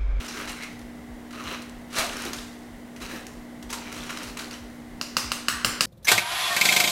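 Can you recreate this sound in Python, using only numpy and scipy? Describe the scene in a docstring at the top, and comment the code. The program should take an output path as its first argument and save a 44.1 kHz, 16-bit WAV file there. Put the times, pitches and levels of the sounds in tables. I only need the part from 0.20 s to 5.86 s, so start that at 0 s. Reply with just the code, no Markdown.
"""Wet rasps and smacks: a wooden spoon tosses moist noodles in a steel mesh strainer, then raps six times
on the rim to shake itself clean. Stick-slip friction on the wires makes the rasp, bursting air pockets
pop in the food, and each rap excites the damped modes of the rim and sets the mesh buzzing.
The kitchen reverberates and an appliance hums. One close microphone also picks up faint low thumps
that come in pairs, like a heartbeat under a clip-on microphone."""
import sys
import numpy as np
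from scipy import signal
from scipy.fft import rfft, irfft, next_fast_len
from scipy.io import wavfile
from scipy.ndimage import map_coordinates

SR = 44100
rng = np.random.default_rng(int(sys.argv[2]) if len(sys.argv) > 2 else 0)


def wav_out(sig):
    """Save sig, one row per channel (or a flat mono array), as 16-bit PCM at SR to the path in sys.argv[1]."""
    wavfile.write(sys.argv[1], SR, np.round(np.clip(np.atleast_2d(sig).T, -1, 1) * 32767).astype(np.int16))


N = 249492


def amp(db):
    """Decibels to amplitude ratio."""
    return 10 ** (np.asarray(db) / 20)


def unit(x):
    """Normalisation to rms 1."""
    return x / np.sqrt(np.mean(x ** 2) + 1e-20)


def along(points, hz):
    """Interpolation of (frequency_hz, value) points on a logarithmic frequency axis."""
    frequencies, values = np.transpose(points)
    return np.interp(np.log(hz + 1), np.log(frequencies + 1), values)


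def wobble(rate):
    """Smooth random modulation: a spline through `rate` knots a second."""
    knots = rng.standard_normal(int(N * rate / SR) + 4)
    return map_coordinates(knots, [np.arange(N) * rate / SR])


def filtered(x, response):
    """Linear filtering: the spectrum of x times a frequency response."""
    size = next_fast_len(len(x) + 4096)
    return irfft(rfft(x, size) * response(np.fft.rfftfreq(size, 1 / SR)), size)[:len(x)]


def coloured(x, spectrum):
    """Spectral shaping by (frequency_hz, level_db) points, at rms 1."""
    return unit(filtered(x, lambda hz: amp(along(spectrum, hz))))


def resonant(x, hz, width):
    """Resonance: one steep-sided band of x, at rms 1."""
    return unit(filtered(x, lambda f: 1 / (1 + (2 * (f - hz) / width) ** 2)))


def add(track, start_s, sound):
    """Superposition of a sound on a track."""
    start = round(start_s * SR)
    part = sound[max(-start, 0):max(N - start, 0)]
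    track[max(start, 0):][:len(part)] += part


def grains(n, rate, spread_db, bed):
    """Shot noise: `rate` uneven impacts a second on a Gaussian bed of countless smaller ones."""
    sizes = amp(spread_db * np.minimum(rng.standard_normal(n), 2)) * rng.choice([-1, 1], n)
    impacts = unit(sizes * (rng.random(n) < rate / SR))
    return unit(impacts + bed * rng.standard_normal(n))


# Preamplifier noise spectrum: frequency_hz, density_db
HISS_SPECTRUM = [(20, 35), (100, 19), (500, -7), (1500, -15), (4000, -9), (9000, -2), (16000, 2.5)]

def preamp_hiss():
    """Electronic self-noise of one channel."""
    return amp(-64) * coloured(rng.standard_normal(N), HISS_SPECTRUM)


# Mains hum partials: pitch_hz, rms_db
HUM_PARTIALS = [(60, -59.5), (180, -68), (240, -44), (300.5, -52.5), (660, -67.5)]
# Resonances of the air noise in the appliance: centre_hz, width_hz, rms_db
FAN_BANDS = [(396, 11, -71.5), (734, 160, -60.5), (1990, 300, -58)]
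# Room noise spectrum: frequency_hz, density_db
ROOM_SPECTRUM = [(20, -3), (100, 1.5), (200, 3), (400, -0.5), (700, -4), (1000, -7), (1300, -11.5),
                 (1700, -10), (2400, -17.5), (3000, -16.5), (5000, -22.5), (9000, -24), (16000, -30)]

def appliance():
    """Mains hum, slightly modulated in amplitude and phase, over fan resonances and steady room noise."""
    t = np.arange(N) / SR
    swell_db, sway_rad = 0.8 * wobble(5), 0.24 * wobble(3.9)
    hum = sum(amp(db) * np.sqrt(2) * np.sin(2 * np.pi * (hz * t + rng.random()) + sway_rad)
              for hz, db in HUM_PARTIALS)
    fan = sum(amp(db) * resonant(rng.standard_normal(N), hz, width) for hz, width, db in FAN_BANDS)
    room = amp(-46.5) * coloured(rng.standard_normal(N), ROOM_SPECTRUM)
    return amp(swell_db) * hum + fan + room


def thumps(first_s=0.0128, period_s=.633, gap_s=.287, level_db=-41):
    """Paired low pulses: each is a falling tone under a Gaussian envelope."""
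    out, t = np.zeros(N), np.arange(-SR // 12, SR // 8) / SR
    swell = np.exp(-(t / 0.039) ** 2)
    glide = 33 + 19 * np.exp(-t / 0.025).clip(0, 5)
    for beat in np.arange(first_s, N / SR, period_s):
        for centre_s in (beat, beat + gap_s):
            hz = glide * np.exp(0.15 * rng.standard_normal())
            size = amp(level_db + rng.standard_normal())
            tone = np.sin(2 * np.pi * (np.cumsum(hz) / SR + rng.random()))
            add(out, centre_s + t[0], size * swell * tone)
    return out


# Reverberation time of the kitchen: frequency_hz, t60_s
KITCHEN_DECAY = [(200, 0.49), (1300, 0.82), (4000, 0.68), (9000, 0.45), (16000, 0.31)]

def kitchen(x, size=256):
    """Diffuse reverberation: each band stores energy and loses it exponentially, with random phases."""
    hz, _, bands = signal.stft(x, SR, nperseg=size)
    hop_s = size / 2 / SR
    retained = amp(-120 * hop_s / along(KITCHEN_DECAY, hz))  # share of energy left after one hop
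    energy = np.array([signal.lfilter([0, 1 - share], [1, -share], abs(band) ** 2)
                       for share, band in zip(retained, bands)])
    noise = signal.stft(rng.standard_normal(N), SR, nperseg=size)[2]
    diffuse = noise * np.sqrt(energy / np.mean(abs(noise) ** 2))
    return signal.istft(diffuse, SR, nperseg=size)[1][:N]


def pops(count=260):
    """Cavity resonance: tiny air pockets burst between the noodles, each ringing for a few cycles."""
    out, t = np.zeros(N), np.arange(SR // 50) / SR
    starts = rng.random(count) * N / SR
    for start, (pitch, size) in zip(starts, rng.standard_normal((count, 2)).clip(-2, 2)):
        hz = 4800 * np.exp(.42 * pitch)
        add(out, start, amp(4.5 * size) * np.sin(2 * np.pi * hz * t) * np.exp(-hz * t / 4))
    return unit(out)


def push_force(start, length, swell_db, release_s=0.042, attack_s=0.0013):
    """Force envelope of a push: a quick attack, a ramp of swell_db ending at 1, an exponential release."""
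    t = np.maximum(np.arange(N) / SR - start, 0)
    swell = amp(swell_db * (np.minimum(t / length, 1) - 1))
    return (1 - np.exp(-t / attack_s)) * swell * np.exp(-np.maximum(t - length, 0) / release_s)


# Spectra of wood on wire, wet crackle and tumbling food: frequency_hz, density_db
RASP_SPECTRUM = [(350, -42), (600, -14), (672, -8), (745, -13.5), (869, -10), (943, -2.5), (1350, 1.5),
                 (1770, -2.5), (2890, -1.5), (3630, -13.5), (3940, -1.5), (4640, -16.5), (5880, -11),
                 (7000, -19.5), (9100, -48), (15400, -120)]
CRACKLE_SPECTRUM = [(2500, -3), (4300, 1), (5800, 1), (7500, -1.5), (10500, -5.5), (13000, -10.5),
                    (16000, -19)]
TUMBLE_SPECTRUM = [(120, -13), (250, 5.5), (360, 5), (500, 0), (680, -3.5), (900, -5.5), (1500, -23)]
# Pushes of the spoon, each on its own patch of mesh; wet, food and patch levels are offsets to level_db:
# start_s, length_s, level_db, swell_db, wet_db, food_db, patch_db, patch_hz
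SPOON_PUSHES = [(0.0, 0.066, -40, -2.5, -3.5, -4.5, -13, 2800),
                (0.081, 0.027, -41.5, -4.5, -1, -8, -1.5, 5600),
                (0.138, 0.074, -34.5, 2, -7, -4.5, -10, 1500),
                (0.274, 0.035, -40.5, -3, -0.5, -2.5, -4.5, 2760),
                (0.36, 0.076, -37.5, 9, -10, -14, -3.5, 2130), (1.13, 0.11, -40, 5, -9, -3, -3, 1240),
                (1.24, 0.078, -33, 9.5, -8.5, -4, -8.5, 2860), (1.7, 0.09, -26.5, 25.5, 1, -7, -13, 3830),
                (1.785, 0.096, -42, -7.5, -6, -2.5, 1, 675), (1.911, 0.16, -37, 3, -6.5, -5.5, -10, 1480),
                (2.05, .03, -42.5, -3.5, -5, 6, -1.5, 358), (2.13, 0.076, -41.5, 2.5, 2, -5, -27, 1570),
                (2.799, 0.032, -37.5, 8, -2, -2, -21, 2760), (2.886, 0.072, -39.5, 2.5, -5.5, 2, -6, 1720),
                (3.49, 0.074, -42.5, 5, 2, -2, -1.5, 920), (3.57, .13, -42.5, 3, -11, -4, -8, 2230),
                (3.715, 0.16, -43.5, -2, -2, -1.5, -11, 3150), (3.89, 0.12, -39, 2, -4.5, -4.5, -13, 1540),
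                (4.02, 0.087, -48, -3, 1, 2, -10, 4400), (4.172, 0.07, -41, 0, 0, 0, -8, 1490),
                (4.308, 0.04, -44, -5.5, -3, -12, -16, 2060)]

def stirring(settle_s=0.16, settle_db=-10.5):
    """Stick-slip friction: the spoon jerks over the wires while wet food crackles, pops and tumbles."""
    levels = np.zeros((3, N))
    for start, length, db, swell_db, wet_db, food_db, _, _ in SPOON_PUSHES:
        force = push_force(start, length, swell_db)
        settling = amp(settle_db) * push_force(start, length, swell_db, release_s=settle_s)
        moving = np.maximum(force, settling)  # tossed food moves on after the push
        push = [amp(db) * force, amp(db + wet_db) * moving, amp(db + food_db) * moving]
        levels = np.hypot(levels, push)  # incoherent sounds add in power
    jerk_db = 1.3 * wobble(55)
    slips = grains(N, rate=1000, spread_db=5, bed=.45)
    rasp = amp(jerk_db - 2.5) * coloured(slips, RASP_SPECTRUM)
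    spits = grains(N, rate=500, spread_db=1.5, bed=0.93)
    crackle = amp(jerk_db - 4.5) * coloured(spits, CRACKLE_SPECTRUM)
    tumble = amp(-4) * coloured(grains(N, rate=300, spread_db=-1, bed=0.78), TUMBLE_SPECTRUM)
    wet = crackle + amp(-8) * pops()
    return np.sum(levels * [rasp, wet, tumble], axis=0)


def mesh_rubs():
    """Forced vibration: the slips of each push drive the resonance of its patch of mesh."""
    out, n = np.zeros(N), SR // 2
    for start, length, db, swell_db, _, _, patch_db, hz in SPOON_PUSHES:
        slips = grains(n, rate=1700, spread_db=4, bed=0.98)
        width_hz = 160 * (hz / 1000) ** 1.24
        force = push_force(0, length, swell_db)[:n]
        add(out, start, amp(db + patch_db) * force * resonant(slips, hz, width_hz))
    return out


# Sticky noodles let go of the mesh: start_s, level_db
NOODLE_SMACKS = [(0.529, -39), (1.5206, -48), (1.968, -22.5), (2.021, -21.5), (2.052, -22.5),
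                 (2.133, -17.5), (3.0678, -28), (3.726, -25), (3.836, -29), (4.0322, -25), (4.1726, -24.5),
                 (4.3114, -33)]

def smacks(strays_per_push=3, within_s=.3, fade_db_per_s=48, t60_s=0.018):
    """Adhesion gives way in bright wet clicks; strays follow every push, fainter the later they come."""
    out, t = np.zeros(N), np.arange(SR // 30) / SR
    strays = [(start + length + delay, db + 5 - fade_db_per_s * delay)
              for start, length, db, *_ in SPOON_PUSHES
              for delay in within_s * rng.random(strays_per_push)]
    for start, db in NOODLE_SMACKS + strays:
        click = coloured(rng.standard_normal(len(t)), CRACKLE_SPECTRUM)
        add(out, start, amp(db - 6 - 60 * t / t60_s) * click)
    return out


# The spoon catches on the wires: start_s, level_db, treble_offset_db, length_s
WIRE_CATCHES = [(0.084, -27, -7, .02), (0.274, -17, -20, .02), (0.295, -20, -11, .03),
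                (0.433, -24, -8, .03), (1.107, -29.5, -12, .04), (1.126, -32, -7, .021),
                (1.346, -19, -25, 0.022), (1.762, -15, -8, 0.039), (1.783, -13.5, -4.5, 0.043),
                (2.137, -28, -2, .02), (2.762, -28.5, -12.5, 0.04), (3.426, -27.5, -3.5, 0.019),
                (3.502, -22, -1.5, 0.025), (3.527, -15.5, -8.5, 0.048), (3.8931, -16, -20, 0.029),
                (3.903, -15, -16, .024), (3.972, -12.5, -12, 0.0098), (4.17, -17.5, -22, 0.026),
                (4.191, -20, -9, 0.029)]

def catches():
    """Friction transients: a quick run of slips over neighbouring wires, with a wet edge."""
    force, wet_edge, t = np.zeros(N), np.zeros(N), np.arange(SR // 5) / SR
    for start, db, treble_db, length in WIRE_CATCHES:
        envelope = (1 - np.exp(-t / 0.00075)) * amp(-30 * t / length)
        add(force, start, amp(db - 14.5) * envelope)
        add(wet_edge, start, amp(db + treble_db - 5) * envelope)
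    slips, spits = (grains(N, rate=2500, spread_db=1.5, bed=0.48) for _ in range(2))
    return force * coloured(slips, RASP_SPECTRUM) + wet_edge * coloured(spits, CRACKLE_SPECTRUM)


# Faint lasting modes of the steel bowl: pitch_hz, level_db, t60_s
BOWL_MODES = [(1200, -43, .4), (2660, -24, 0.29), (2785, -40, .4), (2780, -31, 0.49), (4050, -45, 0.34),
              (4900, -46, 0.36), (5112, -48, 0.52), (5178, -48, .4)]

def bowl_ring(t):
    """Free vibration: damped modes struck from rest, at slightly random strengths and tunings."""
    scatter = rng.standard_normal((len(BOWL_MODES), 2))
    return sum(amp(db + louder - 60 * t / t60) * np.sin(2 * np.pi * (hz + detune / t60) * t)
               for (hz, db, t60), (louder, detune) in zip(BOWL_MODES, scatter))


# Spectrum of the buzzing mesh: frequency_hz, density_db
BUZZ_SPECTRUM = [(60, -20), (150, 0), (400, 0), (750, -13.5), (1200, 2.5), (2200, 0.5), (2950, -6.5),
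                 (3500, -3), (5200, 1.5), (7000, -2.5), (9500, -5.5), (13000, -12.5), (16000, -17)]

def mesh_buzz(t, t60_s=0.031, attack_s=0.00036):
    """Contact noise: loosened wires rattle briefly across the whole mesh."""
    rattle = coloured(grains(len(t), rate=2600, spread_db=4, bed=0.7), BUZZ_SPECTRUM)
    return rattle * amp(-60 * t / t60_s) * (1 - np.exp(-t / attack_s))


# Broad resonances of the hand-damped rim: centre_hz, width_hz, level_db
RIM_RESONANCES = [(203, 104, -10.5), (544, 75, -10), (1295, 318, -3), (1510, 99, -13), (2817, 250, 1.5),
                  (4170, 310, -5), (4890, 340, -4), (6700, 610, -22)]

def rim_clank(t, middle_db):
    """Heavy damping: each resonance swells for a few cycles and dies, the sooner the wider it is."""
    out = np.zeros(len(t))
    contact = [(1700, 0), (2800, middle_db + 14), (4200, 0)]  # the point struck weights the middle band
    for hz, width, db in RIM_RESONANCES:
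        strength = amp(db + along(contact, hz) + 0.9 * rng.standard_normal())
        age = 2 * np.pi * width * t  # in time constants
        out += strength * width * age ** 2 * np.exp(-age) * np.sin(2 * np.pi * hz * t)
    return out / np.abs(out).max()


# Raps of the spoon on the rim: start_s, level_db, middle_db (weight of the 2.8 kHz band)
RIM_RAPS = [(4.812, -10, -15.5), (4.967, -1.5, -19), (5.117, -5, -18), (5.283, -3, -13.5),
            (5.446, -1.5, -12.5), (5.607, 0, -17)]

def raps():
    """Impact excitation: wood on the rim gives a dry clank, a trace of ringing steel and a mesh buzz."""
    rim, mesh, t = np.zeros(N), np.zeros(N), np.arange(SR // 3) / SR
    for start, db, middle_db in RIM_RAPS:
        steel = rim_clank(t, middle_db) + amp(-12) * bowl_ring(t)
        add(rim, start + .0005, amp(db - 2) * steel)
        add(mesh, start + .0005, amp(1.39 * db - 13.5) * mesh_buzz(t))  # hard blows loosen more wires
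    return rim, mesh


def scene():
    """Direct sound, a ceiling reflection and the diffuse field sum at one microphone, on two channels."""
    rim, mesh = raps()
    tossing = stirring() + mesh_rubs() + catches() + smacks()
    direct = tossing + rim + mesh
    ceiling = amp(-13.5) * np.pad(direct, (round(.0153 * SR), 0))[:N]
    # Directivity: the mesh radiates all round the room, the rim mostly straight ahead.
    reverb = kitchen(amp(-4.5) * tossing + amp(-5) * rim + amp(3) * mesh)
    mono = direct + ceiling + reverb + thumps() + appliance()
    return np.array([mono + preamp_hiss() for channel in range(2)])


def record(dry, cutoff_hz=15900):
    """Band limiting: an ideal low-pass filter on each channel."""
    return np.array([filtered(channel, lambda hz: hz < cutoff_hz) for channel in dry])


dry = scene()
out = record(dry)
wav_out(out)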